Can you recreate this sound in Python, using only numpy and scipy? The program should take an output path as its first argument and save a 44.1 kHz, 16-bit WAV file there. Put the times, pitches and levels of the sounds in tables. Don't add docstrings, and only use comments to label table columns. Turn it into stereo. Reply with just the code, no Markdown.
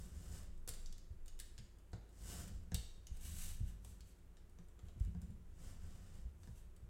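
import sys
import numpy as np
from scipy import signal
from scipy.fft import rfft, irfft, next_fast_len
from scipy.io import wavfile

SR = 44100
rng = np.random.default_rng(int(sys.argv[2]) if len(sys.argv) > 2 else 0)


def wav_out(sig):
    wavfile.write(sys.argv[1], SR, np.round(np.clip(np.atleast_2d(sig).T, -1, 1) * 32767).astype(np.int16))


N = 303849
TIME, FREQS = np.arange(N) / SR, np.fft.rfftfreq(N, 1 / SR)
TOP_HZ = 15950


def amp(db):
    return 10 ** (np.asarray(db) / 20)

def unit(x):
    return x / np.sqrt(np.mean(x ** 2) + 1e-20)

def read(points, hz):
    freqs, values = np.transpose(points)
    return np.interp(np.log(hz + 1), np.log(freqs + 1), values)

def with_peaks(tone, peaks, hz):
    return read(tone, hz) + sum(db / (1 + (2 * (hz - f) / width) ** 2) for f, width, db in peaks)

def colour(x, db):
    return irfft(rfft(x) * amp(db), N)

def wander(hz):
    size = next_fast_len(N, True)
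    spectrum = rfft(rng.standard_normal(size)) / (1 + (np.fft.rfftfreq(size, 1 / SR) / hz) ** 4)
    return unit(irfft(spectrum, size)[:N])

def add(mix, start, sound):
    part = mix[:, max(round(start * SR), 0):][:, :sound.shape[1]]
    part += sound[:, :part.shape[1]]

def pan(db):
    return amp([[db / 2], [-db / 2]])

# (frequency [Hz], likeness [-1 to 1])
LEFT_RIGHT_LIKENESS = [(30, -0.81), (70, 0.12), (150, 0.43), (400, 0.5), (1400, 0.5), (3000, 0.37),
                       (5000, -0.42), (7000, 0.76), (9000, 1), (15000, 1)]
def stereo(x, likeness=1.):
    a, b = rfft(x)
    hz = np.fft.rfftfreq(x.shape[1], 1 / SR)
    alike = np.clip(likeness * read(LEFT_RIGHT_LIKENESS, hz), -.99, .99)
    mid, side = a * np.sqrt((1 + alike) / 2), b * np.sqrt((1 - alike) / 2)
    return irfft(np.array([mid + side, mid - side]), x.shape[1])

def stroke(start, hold, rise_db_per_s, fall_db_per_s):
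    gain, near = np.zeros(N), abs(TIME - start - hold / 2) < 1
    t = TIME[near] - start
    gain[near] = amp(-rise_db_per_s * np.maximum(-t, 0) - fall_db_per_s * np.maximum(t - hold, 0))
    return gain

def friction(strokes, tone_db, rise_db_per_s, fall_db_per_s, grains_per_s, grain_share,
             judder_db, judder_hz, drift_db, body_db, brighten, usual_db):
    sizes = amp(2 * np.minimum(rng.exponential(1, N), 2))
    catches = rng.random(N) < grains_per_s / SR
    grains = unit(sizes * catches * rng.standard_normal((2, N)))
    fibres = np.sqrt(grain_share) * grains + np.sqrt(1 - grain_share) * rng.standard_normal((2, N))
    pull = amp(judder_db * wander(judder_hz) + drift_db * wander(hz=6.6))
    fibres = colour(stereo(fibres * pull), tone_db)
    body = colour(fibres, -10 * np.log10(1 + (FREQS / 3200) ** 6))
    hiss, body = unit(fibres - body), unit(body)
    treble = colour(hiss, -20 * np.log10(1 + (7000 / (FREQS + 1)) ** 6))
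    level, mat_level = np.zeros((2, N))
    for start, hold, db, mat_db, _ in strokes:
        gain = amp(db) * stroke(start, hold, rise_db_per_s, fall_db_per_s)
        level = np.maximum(level, gain)
        mat_level = np.maximum(mat_level, gain * amp(body_db + mat_db))
    extra_treble = (level / amp(usual_db) + 1e-9) ** brighten - 1
    return level * (hiss + treble * extra_treble) + mat_level * body

# (time at full speed [s], hold [s], level [dB], mat above level [dB], rumble [dB])
CUTS = [(0, 0.06, -61, -10, -49), (.16, 0.22, -65, -9.5, -49), (2.301, .1, -55, -10, -43.5),
        (5.66, 0.037, -65.5, -7.5, -48.5), (5.842, .34, -72.5, -5.5, -53)]
# (frequency [Hz], level [dB])
RASP_TONE = [(150, -31), (300, -6), (650, -8.5), (1100, -15.5), (2400, -17), (4200, -13.5), (6000, -11.5),
             (8500, -10.5), (10000, -13.5), (12000, -12.5), (15800, -17.5)]
# (frequency [Hz], width [Hz], boost [dB])
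SUNK_BLADE_PEAKS = [(1440, 520, 5), (1890, 170, 5.5), (3000, 380, 4.5), (3620, 93, 6), (4790, 240, 6),
                    (5240, 390, 7), (6070, 460, 5), (6980, 350, 7.5), (7740, 420, 8.5), (8480, 330, 7),
                    (9300, 380, 6), (10300, 260, 3.5)]
def knife_cuts():
    return friction(CUTS, with_peaks(RASP_TONE, SUNK_BLADE_PEAKS, FREQS),
                    rise_db_per_s=124, fall_db_per_s=126, grains_per_s=1400, grain_share=0.35,
                    judder_db=-0.16, judder_hz=112, drift_db=2.03,
                    body_db=3.5, brighten=0.19, usual_db=-50)

# (frequency [Hz], level [dB])
RUMBLE_TONE = [(20, -29), (32, -5.5), (45, 7), (85, 5), (135, -16), (175, -6.5), (230, -16.5), (320, -31.5),
               (600, -34.5), (1500, -57.5)]
# (frequency [Hz], width [Hz], boost [dB])
DESK_PEAKS = [(52.7, 11, 4), (167, 43, 2.5)]
# (frequency [Hz], left minus right [dB])
RUMBLE_LEAN = [(25, 1.5), (60, -6.5), (110, 9), (170, 5), (260, -7), (1000, -3.5)]
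# (time [s], level [dB])
DESK_SWAY = [(0.0, -52), (0.23, -65), (0.34, -49), (1.23, -47), (2.01, -71), (2.55, -49.5), (2.92, -55.5),
             (3.4, -46.5), (4.07, -58), (5.95, -54), (5.97, -58), (6.89, -60)]
def desk_rumble(resting_db=-61.5, sway_hz=21, sway_width_hz=3):
    pushes = [amp(db) * stroke(start, hold, rise_db_per_s=108, fall_db_per_s=34)
              for start, hold, _, _, db in CUTS + SLIDES]
    weight = np.sqrt(amp(resting_db) ** 2 + sum(push ** 2 for push in pushes))
    tone_db = with_peaks(RUMBLE_TONE, DESK_PEAKS, FREQS) + np.outer([.5, -.5], read(RUMBLE_LEAN, FREQS))
    rumble = unit(colour(stereo(rng.standard_normal((2, N))), tone_db))
    sway_tone_db = -20 * np.log10(1 + ((FREQS - sway_hz) / sway_width_hz) ** 2)
    sway = unit(colour(stereo(rng.standard_normal((2, N)), likeness=-.4), sway_tone_db))
    sway_level = amp(1 + np.interp(TIME, *np.transpose(DESK_SWAY)))
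    return rumble * weight + sway * pan(db=1) * sway_level

# (frequency [Hz], level [dB])
AIR_TONE = [(15, -19), (30, -18.5), (49, -8), (126, -25.5), (300, -25.5), (390, -25), (530, -29.5),
            (750, -34.5), (1400, -36.5), (1930, -40), (4700, -46.5), (7800, -47), (14600, -52.5),
            (15800, -55)]
# (pitch [Hz], level [dB])
HUM_NOTES = [(49, -64.5), (172, -90), (351, -83)]
def background(air_db=-74.5):
    air = colour(stereo(rng.standard_normal((2, N))), read(AIR_TONE, FREQS))
    air /= np.std(colour(air, -100. * (FREQS < 300)))
    hum = sum(amp(db) * np.sqrt(2) * np.sin(2 * np.pi * hz * TIME + 0.94 * wander(hz=5.8))
              for hz, db in HUM_NOTES)
    return amp(air_db) * air + hum

def struck(tone_db):
    log_gain = np.log(amp(np.concatenate([tone_db, tone_db[-2:0:-1]])))
    return np.fft.ifft(np.exp(np.conj(signal.hilbert(log_gain)))).real

# (frequency [Hz], level [dB])
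CLICK_TONE = [(100, -31), (700, -36.5), (1200, -11.5), (1800, -3.5), (3500, -8), (6000, 3), (9000, 7),
              (12000, 3), (16000, 0)]
KNOCK_TONE = [(100, -17.5), (300, 2.5), (480, -1.5), (750, -2.5), (1200, -3), (2000, -9), (4000, -47),
              (16000, -56)]
# (frequency [Hz], width [Hz], boost [dB])
KNIFE_PEAKS = [(2940, 350, 6.5), (3654, 850, 12), (4560, 400, 4.5), (4710, 330, 2.5), (5170, 400, 3),
               (7350, 970, 2.5)]
MAT_PEAKS = [(466, 69, 8), (687, 92, 5.5), (1220, 350, -2)]
def click(db, crisp_db, knock_db, tear_s, ring_hz, ring_db=5.5, size=2048):
    t, hz = np.arange(size) / SR, np.fft.rfftfreq(size, 1 / SR)
    onset, crumble = 1 - np.exp(-t / 0.00066), amp(-19) * np.exp(-t / 0.0033)
    shape = onset * (np.exp(-(t / tear_s) ** 2) + crumble)
    tear = stereo(rng.standard_normal((2, size)), likeness=.3) * shape
    tear *= np.sqrt(tear_s * SR / (tear ** 2).sum(1, keepdims=True))
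    treble = 1 / (1 + (8600 / (hz + 1)) ** 9)
    contact_peak = (ring_hz, ring_hz / 5, ring_db)
    blade_db = with_peaks(CLICK_TONE, [*KNIFE_PEAKS, contact_peak], hz)
    blade_db -= 10 * np.log10(np.mean(amp(blade_db) ** 2 * (1 - treble)))
    mat = struck(with_peaks(KNOCK_TONE, MAT_PEAKS, hz))
    response = struck(blade_db + treble * crisp_db) + amp(knock_db) * mat / np.linalg.norm(mat)
    return amp(db) * signal.fftconvolve(tear, response[None], axes=1)

# (time [s], level [dB])
FOLD_TICKS = [(.429, -67), (1.259, -65.5), (1.785, -76), (2.479, -61), (3.169, -66), (3.209, -65),
              (3.847, -61.5), (4.998, -71), (5.049, -70), (5.2165, -66.5), (6.763, -72)]
def paper_ticks(strays_per_s=4, stray_db=-78, spread_db=2):
    chance = rng.random((int(strays_per_s * N / SR), 2))
    strays = [(when * N / SR, stray_db + spread_db * (2 * strength - 1)) for when, strength in chance]
    out = np.zeros((2, N))
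    for start, db in FOLD_TICKS + strays:
        add(out, start, click(db, crisp_db=-2, knock_db=-6.5, tear_s=0.0042, ring_hz=8150))
    return out

def ring(notes, rise_s, tilt_db=0):
    t = np.arange(SR // 2) / SR
    phases = rng.uniform(-1.63, 2.09, (len(notes), 2, 1))
    waves = sum(amp(db + tilt_db * np.log2(hz / 70) - 60 * t / fade_s)
                * np.sin(2 * np.pi * hz * t + phase) for (hz, db, fade_s), phase in zip(notes, phases))
    return waves * (1 - np.exp(-t / rise_s))

# (time [s], level [dB], hardness [dB per octave])
DESK_BUMPS = [(0.674, -39, -9.5), (1.105, -43, -6.5), (1.587, -44.5, 1), (1.929, -37.5, 0),
              (2.721, -32.5, -1), (2.743, -35.5, -8), (3.112, -40, -17), (3.606, -28.5, -8),
              (4.59, -56.5, 7), (4.832, -41.5, -4), (4.96, -42, -1), (5.007, -29, -14.5),
              (5.074, -34.5, -3), (5.149, -40, 3), (5.228, -49.5, 6.5), (5.295, -43, 1.5), (6.252, -41, -6),
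              (6.475, -36, -4.5), (6.83, -40, -10.5)]
# (pitch [Hz], level [dB], time to fade by 60 dB [s])
DESK_LOW_NOTES = [(52.1, -2, 0.29), (66.3, 2.5, 0.24), (86, 3.5, .14), (115.2, -1, 0.22)]
DESK_HIGH_NOTES = [(172.8, 4.5, 0.2), (209.3, -6.5, 0.31), (266, -24.5, 0.35), (355, -24, 0.24),
                   (473, -19, 0.11), (696, -22.5, 0.08)]
def desk_bumps(low_db=-3, high_db=-9):
    out = np.zeros((2, N))
    for start, db, hardness in DESK_BUMPS:
        boom = amp(db + low_db) * ring(DESK_LOW_NOTES, rise_s=0.008, tilt_db=hardness)
        knock = amp(db + high_db + 1.6 * hardness) * ring(DESK_HIGH_NOTES, rise_s=0.0031)
        add(out, start, boom + pan(db=4.5) * knock)
    return out

# (time [s], level [dB], extra
# treble [dB], knock above level [dB], ring [Hz])
EDGE_SNAPS = [(.676, -49, -2, -6, 3700), (0.685, -54, 2, -8, 5000), (0.6898, -48.5, 4, -24, 7660),
              (0.737, -55, -11, -14, 9000), (.859, -54.5, -18.5, -24, 6300),
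              (0.9252, -58, -10, -18.5, 5900), (0.9798, -62.5, -9, -33, 5240), (1.28, -57, -8, -33, 7050),
              (1.3903, -57, -8, -19, 3770), (1.399, -50.5, -2.5, -32, 1830), (1.585, -57.5, -17, -16, 2800),
              (1.931, -58.5, -20, 3, 4200), (2.7438, -40.5, -4.5, -20, 3650),
              (3.0686, -56, -7.5, -17, 6370), (4.006, -60, -9, -26, 4300), (4.7912, -68, -12, -1.5, 3380),
              (4.884, -67.5, -15, -3, 3520)]
# (pitch [Hz], level [dB], time to fade by 60 dB [s])
BLADE_NOTES = [(3030, -3, 0.3), (3880, -2, 0.2), (3800, -12, .3), (4414, 2, 0.23), (4800, -1, 0.38),
               (5706, -1, 0.31), (7270, -15, .24)]
def blade_snaps(steel_db=-23, free_db=-48, free_range_db=3):
    out = np.zeros((2, N))
    for start, db, crisp_db, knock_db, ring_hz in EDGE_SNAPS:
        freedom = 1 / (1 + np.exp((free_db - db) / free_range_db))
        add(out, start, click(db, crisp_db, knock_db, tear_s=0.0035, ring_hz=ring_hz))
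        add(out, start, freedom * amp(db + steel_db) * ring(BLADE_NOTES, rise_s=0.0017))
    return out

# (time at full speed [s], hold [s], level [dB], mat above level [dB], rumble [dB])
SLIDES = [(.8, 0.009, -78, 2.5, -56), (3.15, .02, -72.5, -5, -64), (3.254, 0.05, -57, -11, -49.5),
          (3.31, 0.19, -55.5, -13.5, -51), (3.68, 0.012, -68, -7, -50), (3.87, 0.022, -65.5, -13, -60.5),
          (4.07, 0.021, -73.5, -11, -67), (4.87, 0.012, -77, -2, -60), (5.01, 0.029, -74.5, -0.5, -53),
          (5.24, .02, -85, 1, -49.5), (6.42, 0.083, -76, -16, -58.5), (6.569, 0.01, -72.5, -10, -61)]
# (frequency [Hz], level [dB])
SWISH_TONE = [(150, -38), (350, -16), (700, -7), (1100, -9), (1500, -3.5), (4300, -7.5), (6600, -6.5),
              (8000, -3.5), (9500, -8), (12000, -8), (15800, -16)]
# (frequency [Hz], width [Hz], boost [dB])
SHEET_PEAKS = [(2880, 870, 3.5), (3830, 230, 4.5), (6140, 890, 3.5), (7940, 530, 2), (8750, 550, 2)]
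def paper_slides():
    return friction(SLIDES, with_peaks(SWISH_TONE, SHEET_PEAKS, FREQS),
                    rise_db_per_s=268, fall_db_per_s=146, grains_per_s=1800, grain_share=0.14,
                    judder_db=0.94, judder_hz=60, drift_db=1.5,
                    body_db=0, brighten=0.036, usual_db=-61)

# (time [s], level [dB], knock above level [dB])
POINT_TAPS = [(1.579, -54, -30), (2.7185, -52.5, -6), (4.3692, -64.5, -27), (4.5872, -64, -6),
              (5.1485, -71, 5), (6.4324, -61.5, -7.5), (6.441, -76, -8), (6.4736, -65.5, 2.5)]
def knife_taps():
    out = np.zeros((2, N))
    for start, db, knock_db in POINT_TAPS:
        tap = click(db, crisp_db=-17.5, knock_db=knock_db, tear_s=0.0018, ring_hz=1740, ring_db=15.5)
        add(out, start, tap)
    return out

# (frequency [Hz], time to fade by 60 dB [s])
ROOM_FADE = [(100, 0.72), (500, 0.59), (1400, 0.57), (3700, 0.65), (7000, 0.6), (10000, 0.44),
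             (16000, 0.49)]
def room(x, treble_db, early_db, early_s=0.0078):
    hz, t, bands = signal.stft(stereo(rng.standard_normal((2, SR))), SR, nperseg=256)
    bands *= amp(-60 * t / read(ROOM_FADE, hz)[:, None] + treble_db * hz[:, None] / TOP_HZ)
    tail = signal.istft(bands, SR)[1][:, :SR]
    tail *= 1 + amp(early_db) * np.exp(-TIME[:SR] / early_s)
    tail *= TIME[:SR] > .003
    return signal.fftconvolve(x, tail / np.linalg.norm(tail[0]), axes=1)[:, :N]

def shifting_room(x, count=3, turn_hz=0.93):
    fades = [np.cos(np.pi * (turn_hz * TIME + k / count)) ** 4 for k in range(count)]
    total = np.sqrt(sum(fade ** 2 for fade in fades))
    return sum(room(x * fade / total, treble_db=-11, early_db=4.5) for fade in fades)

def scene():
    rubbing = amp(-1.04) * pan(db=0.1) * knife_cuts() + amp(-0.94) * pan(db=0.9) * paper_slides()
    clicks = amp(3) * pan(db=-0.2) * (blade_snaps() + knife_taps() + paper_ticks())
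    echo = amp(-1.5) * shifting_room(clicks) + amp(-4.5) * room(rubbing, treble_db=-24.5, early_db=7)
    return rubbing + clicks + echo + desk_bumps() + desk_rumble() + background()

def record(dry):
    low_pass = signal.firwin(511, TOP_HZ, window=("kaiser", 8), fs=SR)
    return signal.oaconvolve(dry, low_pass[None], "same")


dry = scene()
out = record(dry)
wav_out(out)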